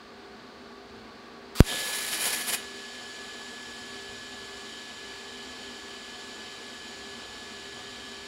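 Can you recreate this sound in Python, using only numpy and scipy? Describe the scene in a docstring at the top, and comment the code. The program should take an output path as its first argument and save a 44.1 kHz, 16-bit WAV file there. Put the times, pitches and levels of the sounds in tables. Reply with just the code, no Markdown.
"""First a welder's cooling fan hums and rushes over a faint low rumble. Then a TIG torch welds a coin
to a steel sheet: the starter's sparks fizz, and the arc strikes with a pop that overloads the
microphone. For a second the arc sputters, rasps and spits molten metal. It settles to an even hiss
with the thin whine of its pulsed current, while the shielding gas whistles in the torch's cup."""
import sys
import numpy as np
from scipy import signal
from scipy.fft import rfft, irfft
from scipy.io import wavfile
from scipy.ndimage import map_coordinates

SR = 44100
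rng = np.random.default_rng(int(sys.argv[2]) if len(sys.argv) > 2 else 0)


def bounce(signal):
    """Save signal as a 16-bit WAV file at the path given by the first command-line argument."""
    frames = np.transpose(np.atleast_2d(signal))
    limited = np.clip(frames, -1, 1)
    pcm = np.round(limited * 32767).astype(np.int16)
    wavfile.write(sys.argv[1], SR, pcm)


N = 364707
TIME, FREQS = np.arange(N) / SR, np.fft.rfftfreq(N, 1 / SR)
STRIKE_S, PULSE_HZ = 1.60474, 1709.3

# The fan's rushing air. Each row: frequency in Hz, relative level in dB.
AIR_COLOUR = [(20, -27), (60, -5.5), (170, -8), (330, .3), (600, -5), (1000, -4), (1900, -8), (3200, -11.5),
              (4500, -8), (5500, -19.5), (8000, -27), (11000, -36.5), (15600, -39)]
# Where the welder's case and the shop ring. Each row: frequency in Hz, width in Hz, boost in dB.
CASE_RESONANCES = [(68, 7, 2), (219.6, 27.3, 11.5), (247.7, 27.4, 12.5), (312, 20, 1.5), (401, 58, 5),
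                   (454.6, 10.5, 11.5), (529, 13, 7), (678, 58, 5), (732, 26, 9), (852, 38, 3.5),
                   (1136, 31, 11), (1195, 16, 8), (1480, 34, 7), (1646, 230, 4)]
# Two fan blade tones that beat slowly. Each row: frequency in Hz, level in dB.
BLADE_TONES = [(397.7, -56), (399.313, -62)]
# The rumble swells and sinks. Each row: time in seconds, level in dB.
RUMBLE_LEVELS = [(0, -72), (.65, -71), (.9, -61), (1.5, -72), (3.0, -71), (3.6, -64), (5.0, -67),
                 (5.7, -63), (6.6, -67.5), (7.3, -61.5), (8.27, -61)]
# The rumble's tone. Each row: frequency in Hz, relative level in dB.
RUMBLE_COLOUR = [(20, -22), (45, -10), (65, 4), (85, -7), (115, 1), (150, -20), (300, -40), (1000, -80)]
# The starter runs until the arc strikes. Each row: time in seconds, level in dB.
STARTER_LEVELS = [(1.548, -63), (1.554, -39), (1.575, -35.5), (1.603, -33.5), (1.612, -70)]
# The starter's fizz. 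Each row: frequency in Hz, relative level in dB.
STARTER_COLOUR = [(240, -32), (400, -5), (614, -22), (1190, 0.5), (1930, -9), (3060, -4), (4560, -2.5),
                  (6090, -11), (8150, -9.5), (15500, -17)]
# The unsteady arc catches, holds and falters. Each row: time in seconds, level in dB.
SPUTTER_LEVELS = [(1.606, -60), (1.64, -46), (1.67, -38.5), (1.8, -35.5), (2.1, -34), (2.41, -33),
                  (2.445, -39), (2.55, -38), (2.58, -70)]
# The unsteady arc's sizzle. Each row: frequency in Hz, relative level in dB.
SPUTTER_COLOUR = [(60, -30), (140, -11.5), (300, -5), (700, -3), (1300, -5), (2000, 1), (3200, -3.5),
                  (4600, -2), (6000, -3.5), (7800, -6), (9500, 0), (11500, -0.5), (11850, -11.5),
                  (15600, -10.5)]
# The arc flares. Each row: time of the crest in seconds, length in seconds, level in dB,
# treble boost in dB.
FLARES = [(1.95, .04, -35, -1), (2.135, .04, -32, 1), (2.256, 0.086, -28, 3), (2.338, 0.023, -27.5, -1),
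          (2.493, .036, -28.8, 3), (2.539, .03, -26.5, 1.5)]
# Peaks and dips of the torch cup above the sheet. Each row: frequency in Hz, width in Hz, boost in dB.
CUP_RESONANCES = [(2400, 520, 2.5), (2670, 190, -6), (3040, 380, 7.5), (3270, 170, -1.5), (3910, 170, 6.5),
                  (4260, 91, -6.5), (4365, 180, 4.5), (4610, 75, 6), (4900, 180.0, -2.5), (5320, 105, 4.5),
                  (5540, 130.0, -4.5), (6450, 250, -9), (6790, 370, 6), (7180, 190.0, 2.5), (8540, 250, -8),
                  (8930, 330.0, 2.5), (9900, 160, -13), (10400, 370.0, 2.5), (12700, 370.0, 3.5),
                  (14960.0, 600.0, -7.6), (15330.0, 340.0, 7)]
# The arc settles. Each row: time in seconds, level in dB, treble boost in dB.
HISS_LEVELS = [(1.62, -70, 0), (1.68, -38.5, 11), (2.6, -44.5, 4), (3.0, -45, 3), (3.75, -45.5, 3.5),
               (4.2, -45.5, 3), (5.5, -45.5, 2), (7.0, -45.5, 2), (8.27, -45.5, 2)]
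# The settled arc in its gas. Each row: frequency in Hz, relative level in dB.
HISS_COLOUR = [(150, -23), (400, -5), (700, -4.5), (1300, -5.5), (2000, -2.5), (3200, -0.55), (4600, -0.7),
               (6000, -6.5), (7800, -9), (9500, -17.5), (11500, -21.5), (11850, -30.5), (15600, -33)]
# The pulsed current's whine. Each row: time in seconds, level in dB.
WHINE_LEVELS = [(1.62, -75), (1.68, -41), (1.8, -39), (2.1, -43.5), (2.35, -40.5), (2.6, -47.5), (3.7, -47),
                (4.5, -49.5), (6, -50.5), (8.27, -51)]
# The tones in the whine. Each row: multiple of the pulse rate, relative level in dB.
WHINE_TONES = [(1, -1), (2, -17), (3, -15.5), (4, -17.5), (6, -21), (8, -39)]
# The arc rasps as it catches. Each row: time in seconds, level in dB.
RASP_LEVELS = [(1.63, -70), (1.675, -39), (1.73, -35.5), (1.8, -39), (1.92, -47), (2.1, -67)]
# The rasp's tone. Each row: frequency in Hz, relative level in dB.
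RASP_COLOUR = [(100, -23), (550, -2.5), (1300, -25), (2700, -13), (3080, -1.5), (3700, -5), (4400, -13),
               (6000, -30), (15000, -40)]
# Spits of molten metal. Each row: start in seconds, peak level in dB, length of the push in seconds.
SPITS = [(1.7262, -15, 0.00035), (1.745, -25, 0.0006), (2.13, -25, .0002), (2.3275, -22, .00012)]
# The gas whistle's tone. Each row: frequency in Hz, relative level in dB.
WHISTLE_COLOUR = [(1500, -60), (2750, -25), (2950, -5), (3070, -4.5), (3170, -2), (3320, -22), (6000, -60)]
# The workshop's echo. Each row: frequency in Hz, seconds to fade by 60 dB.
ECHO_FADES = [(200, .35), (3000, .38), (9000, .26), (15000, .18)]


def gain_of(db):
    """Turns decibels into a number to multiply by."""
    return 10 ** (np.asarray(db) / 20)


def evened(x):
    """Scales a signal to an average power of one."""
    return x / np.sqrt(np.mean(x ** 2) + 1e-20)


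def read(rows, hz=FREQS):
    """Joins the rows of a frequency table with straight lines on a pitch scale."""
    row_hz, values = np.transpose(rows)
    return np.interp(np.log(hz + 1), np.log(row_hz + 1), values)


def follow(rows):
    """Turns a time table into one curve for each column after the time."""
    times, *columns = np.transpose(rows)
    return [np.interp(TIME, times, column) for column in columns]


def during(rows):
    """True from the first to the last row of a time table."""
    return (TIME >= rows[0][0]) & (TIME <= rows[-1][0])


def boosts(resonances):
    """Adds up rounded peaks and dips, in dB at each frequency."""
    return sum(db / (1 + (2 * (FREQS - hz) / width) ** 2) for hz, width, db in resonances)


def coloured(x, shape_db):
    """Turns each frequency up or down, then evens the power to one."""
    return evened(irfft(rfft(x) * gain_of(shape_db), N))


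def drift(rate_hz):
    """A smooth random wobble with an average power of one."""
    points = rng.standard_normal(8192)
    return evened(map_coordinates(points, [TIME * 2 * rate_hz], order=3, mode="wrap"))


def crackle(per_s, spread_db):
    """Tiny sparks at random moments, a few much larger than the rest."""
    size = gain_of(spread_db * np.minimum(rng.exponential(1, N), 4))
    return evened(size * rng.choice([-1, 1], N) * (rng.random(N) < per_s / SR))


def brightened(x, boost_db, corner_hz=7000):
    """Raises the treble along a curve and keeps the overall level."""
    treble = irfft(rfft(x) * (1 - 1 / (1 + (FREQS / corner_hz) ** 6)), N)
    share, boost = np.mean(treble ** 2), gain_of(boost_db)
    return (x + (boost - 1) * treble) / np.sqrt(1 + share * (boost ** 2 - 1))


def fan(air_db=-47.5, in_step_s=.24):
    """Air rushes through the case; the blade tones beat and waver in the swirling air."""
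    air = coloured(rng.standard_normal(N), read(AIR_COLOUR) + boosts(CASE_RESONANCES))
    out = air * gain_of(air_db + 0.26 * drift(5))
    for hz, db in BLADE_TONES:
        cycles = hz * (TIME - in_step_s) + 0.056 * drift(4)
        level_db = db + drift(7) + drift(0.95)  # a quick flutter and a slow sway
        out += np.sqrt(2) * gain_of(level_db) * np.sin(2 * np.pi * cycles)
    return out


def rumble(bump_s=4.07, bump_db=-54, rise_s=.02, fade_s=.9):
    """A faint, uneven low rumble in the shop, with one soft bump."""
    level_db, = follow(RUMBLE_LEVELS)
    age = np.maximum(TIME - bump_s, 0)
    bump = np.minimum(age / rise_s, 1) * gain_of(bump_db - 60 * age / fade_s)
    level = np.hypot(gain_of(level_db + 1.2 * drift(2.5)), bump)
    return coloured(rng.standard_normal(N), read(RUMBLE_COLOUR)) * level


def starter():
    """High voltage makes a dense stream of small sparks leap from the torch's tip."""
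    level_db, = follow(STARTER_LEVELS)
    sparks = coloured(crackle(per_s=9000, spread_db=1.5), read(STARTER_COLOUR))
    return sparks * gain_of(level_db) * during(STARTER_LEVELS)


def strike(height=2.94, hold_s=.00022, fall_s=.00149):
    """The arc lights with one pop, loud enough to clip: a one-sided spike that two bass cuts swing back."""
    age = TIME - STRIKE_S
    spike = -height * (age >= 0) * np.exp(-np.maximum(age - hold_s, 0) / fall_s)
    corner, q = 2 * np.pi * 27.2, .443  # a cut below 27.2 Hz, too damped to ring
    first_cut = signal.bilinear([1, 0, 0], [1, corner / q, corner ** 2], SR)
    second_cut = signal.butter(1, 16.5, "high", fs=SR)
    swing = signal.lfilter(*first_cut, spike + 1e-18)
    return signal.lfilter(*second_cut, swing)


def sputter(cold_treble_db=-0.5, heating_db_per_s=2.0, flare_squareness=3.2):
    """The arc wanders over cold metal, crackling and flaring; it brightens as the metal heats."""
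    level_db, = follow(SPUTTER_LEVELS)
    power = gain_of(level_db) ** 2
    # The arc and its flares each set the treble by their share of the power.
    weighted_treble = power * (cold_treble_db + heating_db_per_s * (TIME - STRIKE_S))
    for crest_s, length_s, db, treble_db in FLARES:
        distance = abs(2 * (TIME - crest_s) / length_s)
        flare = gain_of(db) ** 2 * np.exp(-np.minimum(distance ** flare_squareness, 20))
        power += flare
        weighted_treble += flare * treble_db
    noise = crackle(per_s=6000, spread_db=3.0) + gain_of(0.5) * rng.standard_normal(N)
    sizzle = coloured(noise, read(SPUTTER_COLOUR) + boosts(CUP_RESONANCES))
    sizzle = brightened(sizzle, weighted_treble / power)
    flicker = gain_of(0.95 * drift(70))
    return sizzle * np.sqrt(power) * flicker * during(SPUTTER_LEVELS)


def hiss(pulse_cycles, throb=0.18, ticks_db=-12):
    """The settled arc hisses, a little more as each pulse of current starts and stops."""
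    level_db, treble_db = follow(HISS_LEVELS)
    rush = rng.standard_normal(N) * (1 + throb * np.cos(4 * np.pi * pulse_cycles))
    ticks = gain_of(ticks_db) * crackle(per_s=700, spread_db=4)
    noise = coloured(rush + ticks, read(HISS_COLOUR) + boosts(CUP_RESONANCES))
    return brightened(noise, treble_db) * gain_of(level_db + 0.17 * drift(9.2)) * (TIME > STRIKE_S)


def whine(pulse_cycles, shimmer_db=1.0):
    """Each pulse of current swells the arc, making a thin tone with shimmering overtones."""
    level_db, = follow(WHINE_LEVELS)
    tone = np.zeros(N)
    for multiple, db in WHINE_TONES:
        strength = gain_of(db + shimmer_db * drift(20))
        tone += strength * np.sin(2 * np.pi * (multiple * pulse_cycles + rng.random()))
    return np.sqrt(2) * gain_of(level_db) * tone * (TIME > STRIKE_S)


def rasp():
    """The young arc crackles and makes the gas cup ring."""
    level_db, = follow(RASP_LEVELS)
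    pops = coloured(crackle(per_s=2500, spread_db=4.0), read(RASP_COLOUR))
    return pops * gain_of(level_db) * during(RASP_LEVELS)


def spits():
    """Each spit of molten metal is a tiny blast: a push of air, then a longer pull."""
    out = np.zeros(N)
    for start_s, db, push_s in SPITS:
        progress = np.maximum(TIME - start_s, 0) / push_s
        out += gain_of(db) * (TIME >= start_s) * (1 - progress) * np.exp(-np.minimum(progress, 50))
    return out


def whistle(start_s=2.55, rise_s=0.4, level_db=-55.5, surge_db=2.2):
    """Gas streams past the rim of the cup and makes it whistle in uneven surges."""
    fade_in = np.clip((TIME - start_s) / rise_s, 0, 1)
    flow = fade_in * gain_of(level_db + surge_db * drift(4))
    return coloured(rng.standard_normal(N), read(WHISTLE_COLOUR)) * flow


def workshop(x, echo_db=-9):
    """Adds dense echoes from the bench and walls; the highest pitches fade first."""
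    hz, seconds, bands = signal.stft(rng.standard_normal(SR // 2), SR, nperseg=256)
    fade = gain_of(-60 * seconds / read(ECHO_FADES, hz)[:, None])
    _, tail = signal.istft(bands * fade, SR, nperseg=256)
    echo = signal.fftconvolve(x, tail / np.linalg.norm(tail))[:N]
    return (x + gain_of(echo_db) * echo) / np.hypot(1, gain_of(echo_db))


def scene():
    """Mixes the fan, the rumble and the weld, the same in both channels."""
    pulse_cycles = PULSE_HZ * TIME + 0.019 * drift(15)  # hiss and whine share one wavering pulse
    arc_noise = starter() + rasp() + sputter() + spits() + hiss(pulse_cycles)
    weld = workshop(arc_noise) + whine(pulse_cycles) + whistle()
    return np.tile(fan() + rumble() + weld + strike(), (2, 1))


def record(dry, top_hz=15800):
    """The strike overloads the input and clips; then the highest treble is cut."""
    lowpass = signal.firwin(611, top_hz, window=("kaiser", 8), fs=SR)
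    return signal.oaconvolve(np.clip(dry, -1, 1), lowpass[None], "same", axes=1)


dry = scene()
out = record(dry)
bounce(out)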